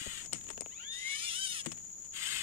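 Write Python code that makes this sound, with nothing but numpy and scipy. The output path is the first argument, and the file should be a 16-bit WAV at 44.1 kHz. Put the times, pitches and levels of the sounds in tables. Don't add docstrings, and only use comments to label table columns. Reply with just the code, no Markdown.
import sys
import numpy as np
from scipy import signal
from scipy.fft import rfft, irfft, next_fast_len
from scipy.io import wavfile
from scipy.ndimage import uniform_filter1d, map_coordinates

SR = 44100
rng = np.random.default_rng(int(sys.argv[2]) if len(sys.argv) > 2 else 0)


def generate_wav(signal):
    frames = np.transpose(np.atleast_2d(signal))
    scaled = np.clip(frames, -1, 1) * 32767
    pcm = np.round(scaled).astype(np.int16)
    wavfile.write(sys.argv[1], SR, pcm)


N = 107118

# t/s, level/dB
HISS_LEVELS = [
    [(0, -40), (.16, -40.5), (.215, -43.5), (.24, -57), (.27, -93)],
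    [(2.115, -72), (2.14, -45), (2.165, -37.5), (2.19, -39.5), (2.215, -34.5), (2.33, -32.5), (2.43, -34.5)],
]
HISS_PITCHES = [430.5, 589.8]
# f/Hz, level/dB
WIDE_BEAK_EQ = [(350, -58), (600, -31), (788, -24.5), (940, -22), (1140, -15), (1300, -11.5), (1530, -11),
                (2040, -5.5), (2310, -9), (3070, -0.5), (4030, -10.5), (4620, -12.5), (5220, -12),
                (5590, -21), (6230, -17.5), (6760, -13.5), (8350, -3), (8750, -12), (9250, -11.5),
                (9650, -24), (11300, -22.5), (12300, -14), (13500, -64), (14100, -73), (15500, -83)]
SQUEAK_EQ = [(500, -6), (1000, -8), (1400, 5.5), (2000, 5.5), (3000, 10.5), (4000, 1.5), (5000, -12),
             (12000, -39)]
NARROW_BEAK_EQ = [(500, -46), (1100, -23), (1500, -11), (1850, -7.5), (2300, -15.5), (2600, -3),
                  (3100, 2.5), (3600, 0), (4400, -10.5), (5400, -3), (6300, -7.5), (6900, -3.5),
                  (7450, -14), (7950, -2.5), (8550, -12), (9000, 1.5), (9500, -5.5), (10300, -21.5),
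                  (10800, -23.5), (12600, -22.5), (14000, -26), (15500, -52)]
# f/Hz, level/dB
WHINE_EQ = [(4800, -44.5), (5800, -30), (6100, -26.5), (6450, -21.5), (6650, -7.5), (6750, -8), (6920, -6),
            (7050, -10), (7250, -15.5), (7420, -58), (8300, -60), (9500, -82)]
RUMBLE_EQ = [(20, 1.5), (40, 0.5), (100, -0.5), (175, 0), (260, -2.5), (340, -7), (470, -11), (700, -23.5),
             (1300, -44), (4000, -68)]
AIR_EQ = [(100, 12), (700, 9.5), (1400, 2.5), (3200, -40), (4700, -25), (8000, 10), (10000, -22),
          (13700, 7), (15500, -12.5)]
# t/s, level/dB
RUMBLE_LEVEL = [(0, -62), (.25, -53), (.36, -57), (.55, -54), (.75, -62.5), (1.6, -60.5), (1.72, -56.5),
                (1.85, -59.5), (2.08, -62), (2.43, -51)]
RUSTLE_LEVEL = [(0, -75), (.25, -45.5), (.3, -68.5), (.36, -46.5), (.4, -57.5), (.52, -52), (.56, -66),
                (.64, -65), (.72, -65), (1.6, -54.5), (1.68, -48), (1.75, -57), (1.82, -59.5), (1.97, -67),
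                (2.05, -57.5), (2.1, -72), (2.43, -74)]
# f/Hz, level/dB
RUSTLE_EQ = [(200, 2), (800, 1), (3100, 8), (4500, -1), (8200, 14.5), (10000, -6), (13500, -13),
             (15500, -51)]
SNAP_EQ = [(1000, -109), (4400, -7.5), (5800, 3), (6600, -7.5), (7900, 9.5), (9000, 1.5), (10000, -16.5),
           (13000, -27), (15500, -42)]
KNOCK_EQ = [(80, -74), (200, -3.5), (500, 0), (850, -7), (1500, -6), (3200, -0.5), (5000, -18.5),
            (9000, -28)]
# t/s, level/dB, base f/Hz, t60/s
BODY_THUMPS = [(0.014, -33, 174, 0.037), (0.063, -27, 373, 0.026), (0.075, -32.5, 117, 0.04),
               (0.334, -42.5, 205, 0.12), (0.342, -45.5, 160, 0.22), (0.502, -37.5, 567, 0.039),
               (1.663, -29, 218.6, 0.09), (1.715, -46.5, 161, 0.18)]
# ratio to the base frequency, level/dB
THUMP_MODES = [(.72, 1.5), (1.04, 1.5), (1.52, 0.5), (2.3, -19)]
# t/s, snap level/dB, knock level/dB, t60/s
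TWIG_TICKS = [(0.259, -34.5, -40.5, 0.025), (0.327, -41, -29.5, 0.016), (0.3308, -14, -31, 0.013),
              (0.3335, -43, -27.5, 0.014), (0.344, -38.5, -44, 0.099), (0.411, -37, -41, 0.017),
              (0.439, -39, -47.5, 0.02), (.468, -55, -44, 0.024), (0.489, -40, -35, 0.018),
              (0.502, -33, -32, 0.03), (1.66, -25.5, -26.5, 0.022), (1.6651, -34, -28, 0.021),
              (1.717, -32.5, -35, 0.035), (1.775, -49, -47.5, 0.042), (2.046, -48.5, -55, 0.077)]
# t/s, snap level/dB, knock level/dB, thud level/dB
TWIG_TAPS = [(.577, -26, -23.5, -28), (.6082, -12, -23.5, -28), (.6184, -38, -29, -28),
             (.6605, -35, -30, -28)]
# t/s, f/Hz, relative level/dB
SQUEAK_SLIDES = [
    [(.68, 720, -66), (.72, 950, -57), (.75, 1140, -52.5), (.8, 1390, -52), (.85, 1630, -54)],
    [(.775, 600, -66), (.81, 820, -54), (.84, 1010, -53.5), (.875, 1120, -59), (.89, 1150, -70)],
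]
# t/s, f/Hz, level/dB
HIGH_GLIDE = [(.81, 2950, -66), (.845, 3260, -45), (.865, 3370, -47), (.895, 3590, -37.5),
              (.965, 3670, -41.5), (1.01, 3800, -49), (1.09, 3920, -47), (1.29, 4110, -52)]
LOW_GLIDE = [(.83, 1530, -58), (.89, 1770, -53), (.95, 1910, -52), (1.004, 2035, -44), (1.07, 2140, -35),
             (1.14, 2215, -35.5), (1.175, 2260, -47), (1.275, 2400, -45), (1.3, 2300, -62)]
# t/s, f/Hz, roughness (0-1)
RASP_ARCH = [(1.1, 560, .9), (1.19, 610, .65), (1.24, 712, .36), (1.29, 700, .48), (1.32, 655, .62),
             (1.37, 752, .23), (1.41, 778, .13), (1.445, 778, .14), (1.48, 748, .16), (1.52, 735, .28),
             (1.55, 700, .38), (1.58, 615, .5), (1.62, 540, .7)]
# t/s, level/dB
RASP_SWELL = [(.9, -65), (.93, -46.5), (1.01, -45.5), (1.07, -43), (1.11, -39), (1.25, -35), (1.33, -35),
              (1.45, -33.5), (1.55, -35), (1.615, -39.5), (1.63, -66)]
# f/Hz, level of left over right/dB
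HISS_PAN = [(700, 14.5), (1300, 11), (3000, 24.5), (4600, 12), (6000, 9), (7500, 21.5), (10500, 10),
            (12300, 17)]
CALL_PAN = [(1400, 10), (2200, 4), (3100, 20), (4400, 11), (6200, 3.7), (8000, 8.8), (9200, 21),
            (10500, 0.64), (13000, 11)]
TWIG_PAN = [(60, 18), (200, 37), (700, 41), (2500, 33), (5000, 20), (8000, 30), (14000, 27)]
BED_PAN = [(60, 9), (250, 19.8), (1300, 4.2), (2400, 15), (4400, 1.7), (8000, 29), (14000, 10.3)]
# delay/s, gain
WALL_REFLECTIONS = [(.0019, 0.41), (0.00128, 1)]

TOP_HZ = 15800
WHINE_DB, WHINE_PAN_DB, AIR_DB = -44.5, 4.5, -64.5
TAP_HZ, TAP_HALVING_S = 2430, 0.000733
RASP_BRIGHTEN_DB_PER_S, RASP_TREBLE_HZ = 4.5, 7400


def amp(db):
    return 10 ** (np.asarray(db) / 20)


def unit(x):
    return x / np.sqrt(np.mean(x ** 2) + 1e-20)


def along(points, hz):
    f, v = np.transpose(points)
    return np.interp(np.log(hz + 1), np.log(f + 1), v)


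def curves(rows):
    s, *cols = np.transpose(rows)
    return [np.interp(np.arange(N) / SR, s, c) for c in cols]


def gate(rows):
    t = np.arange(N) / SR
    return uniform_filter1d(1. * ((t >= rows[0][0]) & (t <= rows[-1][0])), size=128)


def fade(s, t60, attack_s):
    t = np.maximum(np.arange(N) / SR - s, 0)
    return (1 - np.exp(-t / attack_s)) * np.exp(-np.log(1000) * t / t60)


def wobble(rate):
    return map_coordinates(rng.standard_normal(N), [np.arange(N) * rate / SR + 2])


def filtered(x, response):
    m = next_fast_len(N + 8192)
    return irfft(rfft(x, m) * response(np.fft.rfftfreq(m, 1 / SR)), m)[..., :N]


def coloured(x, eq):
    return unit(filtered(x, lambda hz: amp(along(eq, hz))))


def noise(eq):
    return coloured(rng.standard_normal(N), eq)


def placed(left, right, pan, lag_s=0):
    right = filtered(right, lambda hz: amp(-along(pan, hz)) * np.exp(2j * np.pi * hz * lag_s))
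    return np.array([left, right])


def cycle(hz, jitter, rate):
    return 2 * np.pi * np.cumsum(hz * (1 + jitter * wobble(rate))) / SR


def syrinx(hz, jitter, air, throat, flutter_db):
    phase = cycle(hz, jitter, rate=760)
    tone = 0
    for k in range(1, 29):
        partial = np.cos(k * phase + rng.uniform(0, 2 * np.pi))
        tone += partial * amp(2.5 * wobble(45.03)) * (k * hz < TOP_HZ)
    puffs = unit(rng.standard_normal(N) * (1 + .5 * np.cos(phase)))
    source = np.sqrt(1 - air) * unit(tone) + np.sqrt(air) * puffs
    return coloured(source, throat) * amp(flutter_db * wobble(110))


def hisses():
    level = sum(amp(curves(rows)[0]) * gate(rows) for rows in HISS_LEVELS)
    voices = sum(syrinx(hz * (1 + .07 * wobble(30)), jitter=.06, air=.42,
                        throat=WIDE_BEAK_EQ, flutter_db=-1.4) for hz in HISS_PITCHES)
    x = level * unit(voices)
    return placed(x, x, HISS_PAN, lag_s=0.00013)


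def wood():
    whine = amp(WHINE_DB) * np.array([noise(WHINE_EQ), amp(-WHINE_PAN_DB) * noise(WHINE_EQ)])
    rumble_gain = amp(curves(RUMBLE_LEVEL)[0] + wobble(22))
    left, right = [rumble_gain * noise(RUMBLE_EQ) + amp(AIR_DB) * noise(AIR_EQ) for _ in range(2)]
    return whine + placed(left, right, BED_PAN)


def rustle():
    grains = rng.standard_normal(N) * amp(4.5 * wobble(350))
    return amp(curves(RUSTLE_LEVEL)[0]) * coloured(grains, RUSTLE_EQ)


def thump(s, db, hz, t60):
    t = np.arange(N) / SR - s
    ring = sum(amp(level) * np.sin(2 * np.pi * hz * ratio * t) for ratio, level in THUMP_MODES)
    return amp(db) * fade(s, t60, attack_s=0.0037) * ring


def twig_clicks():
    tap_t60, attack_s = .006, 0.00056
    clicks = list(TWIG_TICKS) + [(s, snap, knock, tap_t60) for s, snap, knock, _ in TWIG_TAPS]
    snaps = sum(amp(db) * fade(s, t60, attack_s) for s, db, _, t60 in clicks)
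    knocks = sum(amp(db) * fade(s, t60, attack_s) for s, _, db, t60 in clicks)
    return snaps * noise(SNAP_EQ) + knocks * noise(KNOCK_EQ)


def twig_thud(s):
    t = np.maximum(np.arange(N) / SR - s, 0)
    phase = 2 * np.pi * TAP_HZ * TAP_HALVING_S * np.log1p(t / TAP_HALVING_S)
    return fade(s, t60=.02, attack_s=0.002) * np.sin(phase)


def squeak(rows):
    hz, db = curves(rows)
    voice = syrinx(hz, jitter=.028, air=.12, throat=SQUEAK_EQ, flutter_db=1.5)
    x = amp(db - 1) * gate(rows) * voice
    return placed(x, x, CALL_PAN, lag_s=0.00036)


def whistle(rows, jitter):
    hz, db = curves(rows)
    burr_db = 1.3 * wobble(89.5) + .8 * wobble(450)
    x = amp(db + burr_db) * gate(rows) * unit(np.sin(cycle(hz, jitter, rate=1600)))
    return placed(x, x, [(1000, 10)], lag_s=0.00037)


def rasp():
    hz, rough = curves(RASP_ARCH)
    voice = syrinx(hz, jitter=.055 * (.1 + rough), air=.5 * rough, throat=NARROW_BEAK_EQ, flutter_db=1.1)
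    treble = filtered(voice, lambda f: 1 - 1 / (1 + (f / RASP_TREBLE_HZ) ** 10))
    from_middle_s = np.arange(N) / SR - np.mean([row[0] for row in RASP_ARCH])
    shelf_gain = amp(RASP_BRIGHTEN_DB_PER_S * from_middle_s)
    level = amp(curves(RASP_SWELL)[0]) * gate(RASP_SWELL)
    x = level * (voice + treble * (shelf_gain - 1))
    return placed(x, x, CALL_PAN, lag_s=0.0002556)


def nest_wall(x, sway):
    t = np.arange(N) / SR
    sides = []
    for side, (delay, gain) in zip(x, WALL_REFLECTIONS):
        moving_delay = delay * (1 + sway * wobble(9))
        sides.append(side + gain * map_coordinates(side, [SR * (t - moving_delay)]))
    return np.array(sides)


def foliage(x, wet_db, t60):
    tail = rng.standard_normal((2, SR // 4)) * fade(0.002, t60, attack_s=0.0048)[:SR // 4]
    wet = signal.fftconvolve(x, tail / np.linalg.norm(tail[0]), axes=1)[:, :N]
    return x + amp(wet_db) * wet


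def scene():
    whistles = whistle(LOW_GLIDE, jitter=0.021) + whistle(HIGH_GLIDE, jitter=0.014)
    voices = hisses() + rasp() + sum(squeak(rows) for rows in SQUEAK_SLIDES)
    chicks = nest_wall(voices, sway=0.099) + whistles
    twigs = twig_clicks() + sum(amp(db) * twig_thud(s) for s, _, _, db in TWIG_TAPS)
    movement = twigs + sum(thump(*row) for row in BODY_THUMPS) + rustle()
    nest = placed(movement, movement, TWIG_PAN, lag_s=.0001)
    return foliage(chicks + nest, wet_db=-13.0, t60=0.031) + wood()


def record(dry):
    return filtered(dry, lambda hz: hz < TOP_HZ)


dry = scene()
out = record(dry)
generate_wav(out)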